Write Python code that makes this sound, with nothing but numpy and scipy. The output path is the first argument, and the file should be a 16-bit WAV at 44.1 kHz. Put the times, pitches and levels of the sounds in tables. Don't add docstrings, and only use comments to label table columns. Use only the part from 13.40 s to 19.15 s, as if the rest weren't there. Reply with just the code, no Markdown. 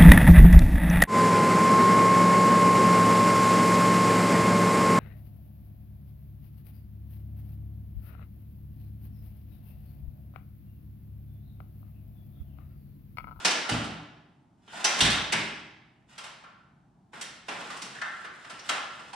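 import sys
import numpy as np
from scipy import signal
from scipy.fft import rfft, irfft, next_fast_len
from scipy.io import wavfile

SR = 44100
rng = np.random.default_rng(int(sys.argv[2]) if len(sys.argv) > 2 else 0)


def transcribe(u):
    v = np.clip(np.atleast_2d(u).T, -1, 1)
    q = np.round(v * 32767).astype(np.int16)
    wavfile.write(sys.argv[1], SR, q)


N = 253575
TIME = np.arange(N) / SR


def undb(db):
    return 10 ** (np.asarray(db) / 20)


def unit(x):
    return x / np.sqrt(np.sum(x ** 2))


def fade(t, fade_s):
    return np.exp(-np.log(1000) * t / np.maximum(fade_s, 1e-4))


def along(points, hz):
    pitches, values = np.transpose(points)
    return np.interp(np.log(hz + 1), np.log(pitches), values)


def colour(x, db_at):
    size = 2 * next_fast_len(x.shape[-1] // 2 + 4096)
    cepstrum = irfft(np.log(undb(db_at(np.fft.rfftfreq(size, 1 / SR)))))
    cepstrum[1:size // 2] *= 2
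    cepstrum[size // 2 + 1:] = 0
    return irfft(rfft(x, size) * np.exp(rfft(cepstrum)))[..., :x.shape[-1]]


def ring(tones, t):
    return sum(undb(db) * np.sin(2 * np.pi * hz * t) * fade(t, fade_s) for hz, db, fade_s in tones)


def place(sounds):
    out = np.zeros((2, 2 * N))
    for start, sound in sounds:
        first = max(int(start * SR), 0)
        out[:, first:first + sound.shape[-1]] += sound
    return out[:, :N]


# pitch_hz, likeness (1 = the same)
STEREO_LIKENESS = [(150, 0.95), (320, 0.9), (600, 0.78), (1000, 0.11), (1500, 0.61), (2200, 0.47),
                   (3700, 0.77), (5500, 0.35), (7000, 0.077), (12000, 0.022)]


def surrounding_noise(size):
    alike = np.clip(along(STEREO_LIKENESS, np.fft.rfftfreq(size, 1 / SR)), -.99, .998)
    mid, side = rfft(rng.standard_normal((2, size))) * np.sqrt([(1 + alike) / 2, (1 - alike) / 2])
    return irfft([mid + side, mid - side], size)


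# pitch_hz, level_db
RUMBLE_TONE = [(25, -24.5), (55, -8.5), (90, -10.5), (125, -1), (200, -3.5), (310, -10), (400, -17.5),
               (500, -26), (780, -14), (1200, -26), (2400, -39.5), (6000, -43), (9400, -45), (14000, -63.5)]


def room_rumble(level_db=-62):
    rumble = colour(surrounding_noise(N), lambda hz: along(RUMBLE_TONE, hz))
    return undb(level_db) * np.sqrt(2 * N) * unit(rumble)


# pitch_hz, level_db
RUNNER_TONE = [(80, -30.5), (200, 0.5), (450, -3.5), (800, 3), (1400, 4), (3200, -2.5), (6000, -10.5),
               (9000, -13.5), (11000, -31), (15000, -40)]
# start_s, stop_s, level_db, speed_up_s
SLIDE_MOVES = [ (-.3, 0.426, -41.5, .1), (1.129, 1.28, -57, .14), (1.254, 1.464, -37.5, 0.09),
               (1.405, 1.75, -30, 0.058), (2.654, 2.905, -52.5, 0.032), (3.707, 3.797, -44.5, 0.029),
               (4.035, 4.35, -42, 0.061), (4.34, 4.83, -48.5, .1), (4.796, 5.7, -51, 0.16),
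               (5.188, 5.282, -41, 0.068), ]


def runners(ticks_per_s=1100, spread_db=5, uneven_db=2, uneven_per_s=40, stop_db_per_s=321):
    t = np.arange(-SR, N) / SR
    ticks = (rng.random(len(t)) < ticks_per_s / SR) * rng.choice([-1, 1], len(t))
    ticks = ticks * undb(spread_db * np.clip(rng.standard_normal(len(t)), -2, 2))
    push = undb(uneven_db * np.interp((t + 1) * uneven_per_s, np.arange(SR), rng.standard_normal(SR)))
    rolling = unit(colour(ticks * push, lambda hz: along(RUNNER_TONE, hz))) * np.sqrt(len(t))
    slides = []
    for start, stop, db, speed_up_s in SLIDE_MOVES:
        speed = np.clip((t - start) / speed_up_s, 0, 1)
        level = undb(db - stop_db_per_s * np.maximum(t - stop, 0))
        slides.append(speed ** 2.6 * level)
    return rolling * np.max(slides, axis=0)


# pitch_hz, fade_s
ECHO_FADES = [(60, 0.93), (160, 1), (420, 0.9), (1100, 0.91), (2900, 0.87), (5000, 0.76), (8000, 0.5),
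              (13000, 0.51)]


def garage_echo(early_db=5, early_s=.006, early_width_s=0.0078, early_db_per_octave=2.5, build_s=0.0013):
    t = TIME[:SR]
    band_hz = np.geomspace(60, 15000, 12)
    noise = rfft(surrounding_noise(2 * SR))
    hz = np.fft.rfftfreq(2 * SR, 1 / SR)
    bands = np.array([irfft(noise * along(np.c_[band_hz, share], hz)) for share in np.eye(len(band_hz))])
    tail = fade(t, along(ECHO_FADES, band_hz)[:, None]) * (1 - np.exp(-t / build_s))
    early_gain = undb(early_db + early_db_per_octave * np.log2(band_hz[:, None] / 4000))
    early = early_gain * np.exp(-((t - early_s) / early_width_s) ** 2)
    loudness = np.hypot(tail, early)

    def echo(sound):
        spot = rng.integers(SR)
        bounces = np.einsum("bct,bt->ct", bands[..., spot:spot + SR], loudness)
        return signal.fftconvolve(sound[None], np.sqrt(2) * unit(bounces), axes=1)
    return echo


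# pitch_hz, level_db, fade_s
PANEL_RINGS = [(639, 2.5, 0.27), (967, -0.5, 0.28), (1323, -12, 0.1), (1428, 17, 0.06), (1461, 8, 0.12),
               (1715, 10, 0.44), (2430, -4, .25), (2100, -9, .25), (2220, -8, 0.47), (2480, -11, 0.53),
               (2890, -5, .25), (3210, 17, 0.13), (3860, -11, .3), (3845, 3.5, .2)]
# pitch_hz, level_db
KNOCK_TONE = [(85, -57), (135, -19.5), (250, -10.5), (480, -8), (670, -3.5), (850, -2), (1250, -2.5),
              (1900, -3.5), (3000, -3.5), (4300, -10), (5600, -12.5), (6600, -17.5), (9000, -17.5),
              (11000, -35), (15000, -49.5)]


def knock(echo, bass_db, hardness_db, peak_hz, peak_db, rattle_s, rattle_db=0):
    t = TIME[:SR // 4]
    chatter = rng.standard_normal(len(t)) * (rng.random(len(t)) < 900 / SR)
    rebounds = unit(chatter * np.exp(-t / max(rattle_s, .003)))
    tools = ring([(hz, 3 * rng.standard_normal(), 0.18) for hz in rng.uniform(1500, 11000, size=30)], t)
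    panels = ring([(hz, db + 3 * rng.standard_normal(), fade_s) for hz, db, fade_s in PANEL_RINGS], t)
    shaken = undb(rattle_db) * rebounds + undb(-15) * unit(tools) + undb(-17) * unit(panels)
    blow = (echo(signal.unit_impulse(len(t))) + echo(shaken)) / np.hypot(1, undb(rattle_db))
    tilt = [(200, bass_db), (600, 0.01), (1400, 0.009), (3300, 0.53 * hardness_db - 2),
            (8000, hardness_db)]

    def tone_db(hz):
        octaves_away = np.log2((hz + 1) / peak_hz)
        return along(KNOCK_TONE, hz) + along(tilt, hz) + peak_db * np.exp(-(octaves_away / 0.33) ** 2)
    return colour(blow, tone_db)


# pitch_hz, level_db
TOOL_NOTES = [(730, 1.5), (816, 0), (1060, 2), (1256, -1), (1350, 6.5), (1450, -9), (1773, 2.5), (1935, -2),
              (2073, 0), (2650, -8.5), (3130, -4), (3620, -1), (5690, 0.5), (5925, 1)]


def clink(echo, struck_hz, fade_s=0.06, contact_s=0.0018, drop_db_per_octave=13.5):
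    t = TIME[:SR // 4]
    tones = [(hz, db - drop_db_per_octave * abs(np.log2(hz / struck_hz)), fade_s)
             for hz, db in TOOL_NOTES]
    swell = 1 - np.exp(-(t / contact_s) ** 2)
    return echo(unit(ring(tones, t) * swell))


# start_s, level_db, bass_db, hardness_db, peak_hz, peak_db, rattle_s, clink_db, settle_db
DRAWER_JOLTS = [ (.048, 25, 3, 4, 5450, 5, 0.021, -45, -11), (.291, 19, 11.5, 1, 680, 5.5, .053, -31, -14),
                (1.277, -3.5, 12.5, -14, 3200, 7.5, .022, -25, -4),
                (1.331, .5, 6, -8.5, 735, 13.5, .025, -23.5, -2.5),
                (1.443, 22, -2, 6.5, 5900, 5.5, 0.035, -20.5, -24),
                (1.605, 23, 6, 7.5, 3670, 7.5, .034, -14.5, -9.5),
                (1.922, 19.5, 7.5, 5, 2268, 5, 0.0036, -17, -8),
                (2.779, 2.5, -6, 6, 1060, 4, 0.021, -16, -2.5),
                (3.732, 4, 11.5, -15.5, 1670, 5, .015, -30, -10),
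                (4.083, 15.5, 2, -7.5, 800, 0, 0.046, -26.5, -13.5),
                (4.418, 1.5, 17, 12.5, 5330, 2.5, .011, -28, -12), ]


def drawer_jolts(echo, settle_after_rattles=2.8, settle_bass_db=7):
    for start, db, bass_db, hardness_db, hz, peak_db, rattle_s, clink_db, settle_db in DRAWER_JOLTS:
        shape = hardness_db, hz, peak_db, rattle_s
        yield start, undb(db) * (knock(echo, bass_db, *shape) + undb(clink_db) * clink(echo, hz))
        settling = knock(echo, bass_db + settle_bass_db, *shape, rattle_db=0.5)
        yield start + settle_after_rattles * rattle_s, undb(db + settle_db) * settling


# start_s, level_db, hardness_db, peak_hz, peak_db, rattle_s, clink_db
TOOL_HITS = [ (0.249, -10, -33, 1370, 30, 0.0036, -20), (1.585, 15.5, 4, 2850, -3, .02, -33),
             (1.649, 18.5, 3, 2085, 7, 0.018, -22), (3.036, -2.5, -14.5, 1260, 6, 0.0026, -16),
             (3.811, 1.5, 15.5, 1740, 2.5, 0.015, -13.5), (4.302, 4, -0.5, 1100, 10.5, 0.008, -14),
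             (4.367, -14, 21, 1230, -3, 0.015, -30), (4.55, 0, -3.5, 1700, 11.5, 0.02, -27),
             (4.614, 10.5, -6.5, 1635, 11.5, 0.001, -9), (4.845, 4, -7.5, 1660, 8.5, 0.013, -15.5),
             (5.046, 2, -10, 1480, 5, 0.0037, -34), (5.097, 2.5, 3, 1260, 1, 0.02, -15),
             (5.191, -5, 0, 5400, 12.5, 0.0052, -20), (5.29, 18.5, 3, 1240, 4.5, 0.0094, -14.5),
             (5.591, 1, -10, 1363, 5, 0.023, -28), (5.73, 1, 1.5, 830, 18, .005, -25), ]


def handled_tools(echo, usual_rattle_s=0.0098, bass_db_per_doubling=8.5):
    for start, db, hardness_db, hz, peak_db, rattle_s, clink_db in TOOL_HITS:
        bass_db = bass_db_per_doubling * np.log2(rattle_s / usual_rattle_s)
        hit = knock(echo, bass_db, hardness_db, hz, peak_db, rattle_s)
        yield start, undb(db) * (hit + undb(clink_db) * clink(echo, hz))


# pitch_hz, level_db
THUD_TONE = [(30, -12), (55, -8.5), (85, -2.5), (140, 2), (260, 3), (380, -16), (900, -21), (4000, -67)]
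# pitch_hz, level_db, fade_s
BOOM_NOTES = [(56.4, -8, 0.76), (117.2, -4.5, 0.64), (162.3, -5, 0.86), (208, -5, 0.69), (304.5, -2.5, 1)]
# start_s, level_db, pitch_hz
DRAWER_SLAMS = [(0.306, -24.5, 114), (0.344, -44.5, 200), (.46, -40.5, 168.5), (1.607, -23.5, 70),
                (1.625, -31, 190), (1.931, -33, 190)]


def slams(echo, swell_s=0.0068, drop_db_per_octave=7, thud_db=44, thud_s=0.016):
    t = TIME[:SR]
    swell = 1 - np.exp(-(t / swell_s) ** 2)
    for start, level_db, slam_hz in DRAWER_SLAMS:
        shudder = unit(rng.standard_normal(SR) * t * np.exp(-t / thud_s))
        thud = echo(colour(shudder, lambda hz: along(THUD_TONE, hz)))[:, :SR]
        tones = []
        for hz, db, fade_s in BOOM_NOTES:
            drop_db = drop_db_per_octave * abs(np.log2(hz / slam_hz))
            tones.append((hz * (1 + 0.015 * rng.standard_normal()), db - drop_db, fade_s))
        yield start, undb(level_db) * (ring(tones, t) * swell + undb(thud_db) * thud)


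def scene(lean_right_db=0.24):
    echo = garage_echo()
    booms = place(slams(echo))
    knocks = place(drawer_jolts(echo)) + place(handled_tools(echo))
    rolling = echo(runners())[:, SR:SR + N]
    balance = undb([[-lean_right_db], [lean_right_db]])
    return (knocks + rolling) * balance + booms + room_rumble()


def record(dry, low_cut_hz=33, high_cut_hz=15200):
    thinned = signal.sosfilt(signal.butter(2, low_cut_hz, "high", fs=SR, output="sos"), dry)
    return signal.sosfilt(signal.ellip(8, .2, 70, high_cut_hz, fs=SR, output="sos"), thinned)


dry = scene()
out = record(dry)
transcribe(out)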